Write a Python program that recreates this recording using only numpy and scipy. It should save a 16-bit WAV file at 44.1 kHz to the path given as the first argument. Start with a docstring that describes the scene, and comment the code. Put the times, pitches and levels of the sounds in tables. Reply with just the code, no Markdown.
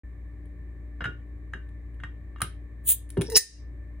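"""A glass bottle taps a cast-iron opener on a wooden board, over a refrigerator's hum in a small room.
The crown cap bites and creaks as its teeth bend, the lever's load thumps the board, and gas hisses out
as the seal opens. The cap squeaks off the glass rim and clatters onto a magnet.
A camera's limiter ducks everything at the loudest sounds, so the hum sinks and comes back after them."""
import sys
import numpy as np
from scipy import signal
from scipy.fft import rfft, irfft, next_fast_len
from scipy.io import wavfile
from scipy.ndimage import uniform_filter1d, map_coordinates

SR = 44100
rng = np.random.default_rng(int(sys.argv[2]) if len(sys.argv) > 2 else 0)


def transcribe(u):
    """Save the signal u as a 16-bit wav file named by the first command-line argument.

    u: samples, shape (n,) or (channels, n), limited to [-1, 1]; the rate is SR.
    q: integer samples, one column per channel.
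    """
    v = np.clip(np.atleast_2d(u).T, -1, 1)
    q = np.round(v * 32767).astype(np.int16)
    wavfile.write(sys.argv[1], SR, q)


N = 176400
T = np.arange(N) / SR
AGE = T[:SR // 2]  # seconds since a hit


def amp(db):
    """Decibels to gain."""
    return 10 ** (np.asarray(db) / 20)


def unit(x):
    """Scale to rms 1."""
    return x / np.sqrt(np.mean(x ** 2) + 1e-20)


def along(points, hz):
    """Read a curve of (Hz, value) points on a log frequency axis."""
    freqs, values = np.transpose(points)
    return np.interp(np.log(hz + 1), np.log(freqs + 1), values)


def filtered(x, response):
    """Filter x by a response given as a function of Hz."""
    size = next_fast_len(N + SR // 2)
    return irfft(rfft(x, size) * response(np.fft.rfftfreq(size, 1 / SR)), size)[..., :N]


def noise(colour):
    """Coloured noise of rms 1."""
    return unit(filtered(rng.standard_normal(N), lambda hz: amp(along(colour, hz))))


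def wobble(rate):
    """A smooth random curve with `rate` knots a second."""
    return map_coordinates(rng.standard_normal(int(N * rate / SR) + 4), [T * rate])


def add(track, start, sound):
    """Mix a sound in at `start` seconds."""
    part = track[round(start * SR):][:len(sound)]
    part += sound[:len(part)]


def crack(colour, t60, tilt_db=0):
    """A contact: a noise burst that falls 60 dB in t60 seconds, tilted per octave around 8 kHz."""
    hz = np.fft.rfftfreq(len(AGE), 1 / SR)
    eq = amp(along(colour, hz) + tilt_db * np.log2((hz + 100) / 8000))
    burst = unit(irfft(rfft(rng.standard_normal(len(AGE))) * eq, len(AGE)))
    return burst * amp(-60 * AGE / t60) / 2


def ring(modes, scatter_db):
    """Damped modes, struck a little differently each time."""
    out = np.zeros(len(AGE))
    for hz, db, t60 in modes:
        envelope = amp(db + scatter_db * rng.normal() - 60 * AGE / t60)
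        pitch = hz * (1 + 0.0045 * rng.normal())
        out += envelope * np.sin(2 * np.pi * pitch * AGE)
    return out


# The bottle's knocks on the opener. Each row: start in seconds, level in dB, treble tilt in dB per
# octave, ring pitch in Hz, ring level in dB relative to the knock, ring t60 in seconds.
BOTTLE_TAPS = [(1.007, -25, -6.5, 1457, -4.5, 0.057), (1.019, -26, -10.5, 1420, -6, 0.065),
               (1.0414, -23.5, 1, 2950, -11, 0.047), (1.0544, -20, -1, 1444, -4.5, 0.13),
               (1.535, -28, 0.5, 1526, -16, 0.23), (2.001, -42, 0, 1500, -13, 0.034),
               (2.036, -28, -0.5, 1850, -8.5, 0.13), (2.361, -39, -18, 1200, 3.5, 0.013),
               (2.384, -47.5, 4.5, 1250, -17, 0.027), (2.4047, -34.5, 4, 1200, 5.5, .02),
               (2.417, -20.5, 4, 1258, 3, .022), (3.17, -28.5, -10.5, 944, -8.5, 0.038)]
# The opener's iron ring. Each row: pitch in Hz, level in dB, t60 in seconds.
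IRON_MODES = [(757, -13.5, 0.085), (1096, -10.5, .07), (1766, 4, 0.067), (2075, -3, 0.051),
              (2833, -5.5, 0.15), (3210, -6, 0.067), (3780, -12, .09), (5100, -21, .06), (6100, -30.5, .05)]
# The mid-heavy attack of a knock. Each row: frequency in Hz, level in dB.
TAP_COLOUR = [(200, -21.5), (700, -11.5), (1050, -15.5), (1400, 6), (1900, 0.5), (2400, -17), (3000, -7.5),
              (3900, -27.5), (4500, -40.5), (6500, -27), (10500, -35.5), (13000, -55), (16000, -48.5)]


def bottle_taps():
    """The capped neck grinds and knocks on the iron; its ring depends on where and how hard it bears."""
    out = np.zeros(N)
    attack = 1 - np.exp(-AGE / 0.00021)
    for start, db, tilt_db, hz, ring_db, t60 in BOTTLE_TAPS:
        grit = amp(2.5 * wobble(900)[:len(AGE)])
        iron = amp(-15.5) * ring(IRON_MODES, scatter_db=1.5)
        main_ring = amp(ring_db - 60 * AGE / t60) * np.sin(2 * np.pi * hz * AGE)
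        contact = grit * crack(TAP_COLOUR, t60=0.042, tilt_db=tilt_db)
        add(out, start, amp(db) * attack * (contact + iron + main_ring))
    return room(out, wet_db=-8)


# The crown bending. Each row: start in seconds, level in dB, treble tilt in dB per octave.
CROWN_TICKS = [(0.457, -56, 2), (1.69, -55, -4.5), (1.944, -58, -5.5), (2.4074, -35.5, 2),
               (2.4183, -11, 0.5), (3.092, -41, 5), (3.103, -26.5, 4.5), (3.175, -36.5, -1),
               (3.2116, -23.5, -2.5), (3.2175, -16.5, -2)]
# The crisp edge of a tick. Each row: frequency in Hz, level in dB.
TICK_COLOUR = [(300, -24.5), (1500, -5), (3200, -1.5), (5000, -13.5), (7400, -13), (9300, 4), (10800, -3.5),
               (12200, -20.5), (15500, -11.5)]


def crown_ticks():
    """The crown's teeth give way in sharp ticks."""
    out = np.zeros(N)
    for start, db, tilt_db in CROWN_TICKS:
        add(out, start, amp(db) * crack(TICK_COLOUR, t60=0.018, tilt_db=tilt_db))
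    return room(out, wet_db=-8.5)


# The airy top of the escaping gas. Each row: frequency in Hz, level in dB.
GAS_COLOUR = [(200, -56), (1000, -37.5), (2200, -31), (3400, -17.5), (4800, -29.5), (5600, -34),
              (6500, -17), (7700, -11), (9200, -5), (11000, -7), (13200, -4), (14400, -4), (15800, -2)]


def gas_hiss():
    """The seal opens: one short swell of slightly sputtering hiss."""
    peak_s, rise_s, fall_s = 2.906, 0.019, 0.02
    width = np.where(T < peak_s, rise_s, fall_s)
    swell = np.exp(-((T - peak_s) / width) ** 2 / 2)
    sputter = amp(1.3 * wobble(500))
    return room(amp(-11) * swell * sputter * noise(GAS_COLOUR), wet_db=-12)


# The path of the cap's squeak. Each row: time in seconds, pitch in Hz, level in dB.
SQUEAK_PATH = [(3.279, 449, -63.5), (3.289, 447, -31.5), (3.302, 436, -37.5), (3.313, 505, -46),
               (3.327, 454.7, -30), (3.346, 440.8, -23.5), (3.356, 424.4, -23), (3.373, 417, -29),
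               (3.385, 410, -60)]


def cap_squeak():
    """The cap slips off the rim with a low, wavering tone and its faint octave."""
    times, hz, db = np.transpose(SQUEAK_PATH)
    pitch = np.interp(T, times, hz) * (1 + 0.012 * wobble(150))
    phase = 2 * np.pi * np.cumsum(pitch) / SR
    envelope = amp(np.interp(T, times, db, left=-200, right=-200))
    return room(envelope * (np.sin(phase) + amp(-17.5) * np.sin(2 * phase)), wet_db=-4)


# The cap's strokes over the rim. Each row: peak time in seconds, width in seconds, level in dB.
RIM_SCRAPES = [(3.27, 0.017, -49.5), (3.353, .004, -30), (3.365, 0.0056, -7)]
# The bright rasp of metal on glass. Each row: frequency in Hz, level in dB.
SCRAPE_COLOUR = [(500, -29.5), (2300, -22.5), (2900, -8.5), (3400, -21.5), (4000, -5.5), (4450, -8.5),
                 (4950, 4.5), (5450, 12.5), (6300, -9.5), (8000, -20.5), (10000, -31.5), (16000, -26)]


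def cap_scrape():
    """The cap drags over the glass rim in short swells of gritty noise."""
    swells = sum(amp(db) * np.exp(-((T - peak) / width) ** 2 / 2) for peak, width, db in RIM_SCRAPES)
    grit = amp(2.5 * wobble(700))
    return room(swells * grit * noise(SCRAPE_COLOUR), wet_db=-15)


# The loose cap's hits on the opener, then on the magnet.
# Each row: start in seconds, level in dB, ring level in dB relative to the hit.
CAP_CLACKS = [(3.2998, -30, -13.5), (3.3198, -32.5, -8.5), (3.328, -35, -14.5), (3.337, -45.5, -9),
              (3.3602, -10.5, -23.5), (3.366, 6, -26), (3.3663, 8, -18.5), (3.3704, 10, -25.5),
              (3.3734, 14.5, -28.5), (3.3768, 8, -22), (3.381, -8.5, -25)]
# The cap's tinny ring. Each row: pitch in Hz, level in dB, t60 in seconds.
CAP_MODES = [(1820, -8, .24), (1980, -2, .07), (2790, -10, .1), (3950, -7, .1), (4950, -3, .09),
             (5330, -2, .12), (6115, -11, .09), (8160, -2, .09), (9210, 0, .15), (11410, -11, .07),
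             (13450, -7, .08), (14840, -1, .12)]
# The hard snap of a hit. Each row: frequency in Hz, level in dB.
CLACK_COLOUR = [(200, -14.5), (1100, -38), (1900, -5), (3200, -18.5), (4300, 1.5), (5500, 6.5), (7000, 1.5),
                (10000, 4), (12500, -13.5), (15000, 4), (16000, -16)]


def cap_clatter():
    """The loose cap ticks free, snaps onto the magnet and chatters to rest."""
    out = np.zeros(N)
    for start, db, ring_db in CAP_CLACKS:
        snap = crack(CLACK_COLOUR, t60=0.045)
        metal = amp(ring_db) * ring(CAP_MODES, scatter_db=0.5)
        add(out, start, amp(db) * (snap + metal))
    return room(out, wet_db=-13)


# Blows into the board. Each row: start in seconds, level in dB, tilt of the modes in dB per octave.
BOARD_THUMPS = [(1.057, -41.5, -17.5), (1.073, -34.5, -6.5), (1.545, -38, -5), (2.041, -46.5, -19),
                (2.424, -34, -14), (3.171, -25, 6), (3.183, -19, -4), (3.209, -27, 5)]
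# The board's woody body. Each row: pitch in Hz, level in dB, t60 in seconds.
BOARD_MODES = [(108.65, 0, 0.095), (159.5, -0.5, 0.086), (248.8, -4, 0.095), (280, -2.5, 0.19),
               (385.8, 0.5, .1), (442, -7, 0.11)]
# The dull weight of a blow. Each row: frequency in Hz, level in dB.
THUD_COLOUR = [(40, -12.5), (110, 1), (160, 0.5), (210, -16.5), (290, 1.5), (420, -5), (620, -20.5),
               (900, -20.5), (1500, -42), (4000, -83)]


def board_thumps():
    """The lever's load knocks the board against the wall: a dull thud and the wood's modes."""
    out = np.zeros(N)
    attack = 1 - np.exp(-AGE / 0.003)
    for start, db, tilt_db in BOARD_THUMPS:
        modes = [(hz, level + tilt_db * np.log2(hz / 200), t60) for hz, level, t60 in BOARD_MODES]
        wood = ring(modes, scatter_db=2)
        thud = amp(-2.5) * crack(THUD_COLOUR, t60=0.22)
        add(out, start, amp(db) * attack * (wood + thud))
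    return room(out, wet_db=-11.5)


# The compressor's drone. Each row: harmonic number, level in dB.
HUM_HARMONICS = [(1, -39.5), (2, -57.5), (3, -62.5), (4, -70.5), (5, -58.5)]


def fridge():
    """A compressor's steady hum and a thin whine that swells and fades, a little to the left."""
    hum_hz, whine_hz = 58.58, 1773
    phase = 2 * np.pi * np.cumsum(hum_hz * (1 + 0.0016 * wobble(3))) / SR
    hum = np.zeros(N)
    for harmonic, db in HUM_HARMONICS:
        drift_db = min(harmonic, 4) * 0.51 * wobble(5)
        hum += amp(db + drift_db) * np.sin(harmonic * phase + rng.uniform(0, 2 * np.pi))
    whine = amp(-72.5 + 4 * wobble(18)) * np.sin(phase * whine_hz / hum_hz)
    pan = amp([[1.1], [-1.1]])
    return np.sqrt(2) * (hum + whine) * pan


# The room's faint air. Each row: frequency in Hz, level in dB.
AIR_COLOUR = [(350, -37), (600, 3), (625, -7), (779, -8), (858, -16), (1140, -4.5), (1390, -22), (1800, 0),
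              (1900, -8), (2370, -9.5), (2570, -24), (3430, -30), (3730, -25), (5120, -41.5), (7620, -31),
              (12300, -42), (16000, -41.5)]
# The room's low rumble. Each row: frequency in Hz, level in dB.
RUMBLE_COLOUR = [(20, -14), (45, 0.5), (70, 1), (92, 5), (130, -9.5), (220, -18), (300, -13.5), (400, -15),
                 (600, -33), (800, -59.5)]


def room_tone():
    """A steady bed of air and rumble from all around."""
    pair = [amp(-64) * noise(AIR_COLOUR) + amp(-48.5) * noise(RUMBLE_COLOUR) for _ in range(2)]
    return diffuse(np.array(pair))


# The small room's short tail. Each row: frequency in Hz, t60 in seconds.
ROOM_DECAY = [(150, 0.31), (1000, 0.2), (3000, 0.28), (6000, 0.25), (10000, 0.19), (16000, 0.1)]
# The direct sound's stereo image. Each row: frequency in Hz, lead of the left port in radians.
PORT_PHASE = [(100, 0), (600, 0.72), (1400, -1.1), (2100, 1.05), (2800, 0.2), (3700, 1.54), (4500, -2.1),
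              (5500, -2), (7000, -0.84), (8400, -2.5), (10200, 1.34), (12200, 2.5), (14000, 4.5),
              (16000, 4.5)]


def room(x, wet_db):
    """The direct sound at both microphone ports plus the room's diffuse tail."""
    hz, age, spectrum = signal.stft(rng.standard_normal((2, SR // 2)), SR, nperseg=256)
    decay = amp(-60 * age / along(ROOM_DECAY, hz)[:, None])
    tail = signal.istft(spectrum * decay, SR, nperseg=256)[1]
    tail *= 1 - np.exp(-np.arange(tail.shape[1]) / SR / 0.0013)  # reflections build up
    wet = signal.fftconvolve(x[None], tail / np.linalg.norm(tail[0]), axes=1)[:, :N]
    direct = filtered(x, lambda f: np.exp(0.5j * along(PORT_PHASE, f) * np.array([[1], [-1]])))
    return direct + amp(wet_db) * diffuse(wet)


def diffuse(pair):
    """Two unrelated signals as a diffuse field: alike in the bass, unrelated in the treble."""
    def spread(hz):
        angle = np.pi / 4 * hz / np.hypot(hz, 700)
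        return np.array([np.cos(angle), np.sin(angle)])
    mid, side = filtered(pair, spread)
    return np.array([mid + side, mid - side])


def scene():
    """All sources at the two microphone ports."""
    opening = bottle_taps() + crown_ticks() + board_thumps() + gas_hiss()
    return opening + cap_squeak() + cap_scrape() + cap_clatter() + fridge() + room_tone()


def limiter_gain(dry):
    """The gain drops as the rms level passes the ceiling, holds, then recovers slowly."""
    ceiling_db, hold_s, release_s = -11.5, 0.074, 0.17
    hop, memory = 64, 300  # samples a step, steps remembered
    power = uniform_filter1d(np.mean(dry ** 2, axis=0), size=180)
    level = np.sqrt(np.abs(power) + 1e-12)
    needed = np.minimum(1, amp(ceiling_db) / level)[::hop]
    since = np.arange(memory) * hop / SR
    recovered = np.clip((since - hold_s) / release_s, 0, 1) ** 2
    padded = np.pad(needed, (memory - 1, 0), constant_values=1)
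    past = np.lib.stride_tricks.sliding_window_view(padded, memory)[:, ::-1]
    deepest_duck = np.min(past + (1 - past) * recovered, axis=1)
    return np.interp(T, T[::hop], deepest_duck)


def record(dry):
    """The camera's sound chain: quick fade-in, limiter, low cut, soft clip and a steep high cut."""
    start_s, low_cut_hz, peak_limit, high_cut_hz = 0.034, 42, 0.93, 15950
    fade_in = np.clip((T - start_s) / 0.002, 0, 1)
    low_cut = signal.butter(3, low_cut_hz, 'high', fs=SR, output='sos')
    sound = signal.sosfilt(low_cut, dry * limiter_gain(dry) * fade_in)
    rounded = sound / (1 + (sound / peak_limit) ** 6) ** (1 / 6)
    return filtered(rounded, lambda hz: 1 / (1 + (hz / high_cut_hz) ** 200))


dry = scene()
out = record(dry)
transcribe(out)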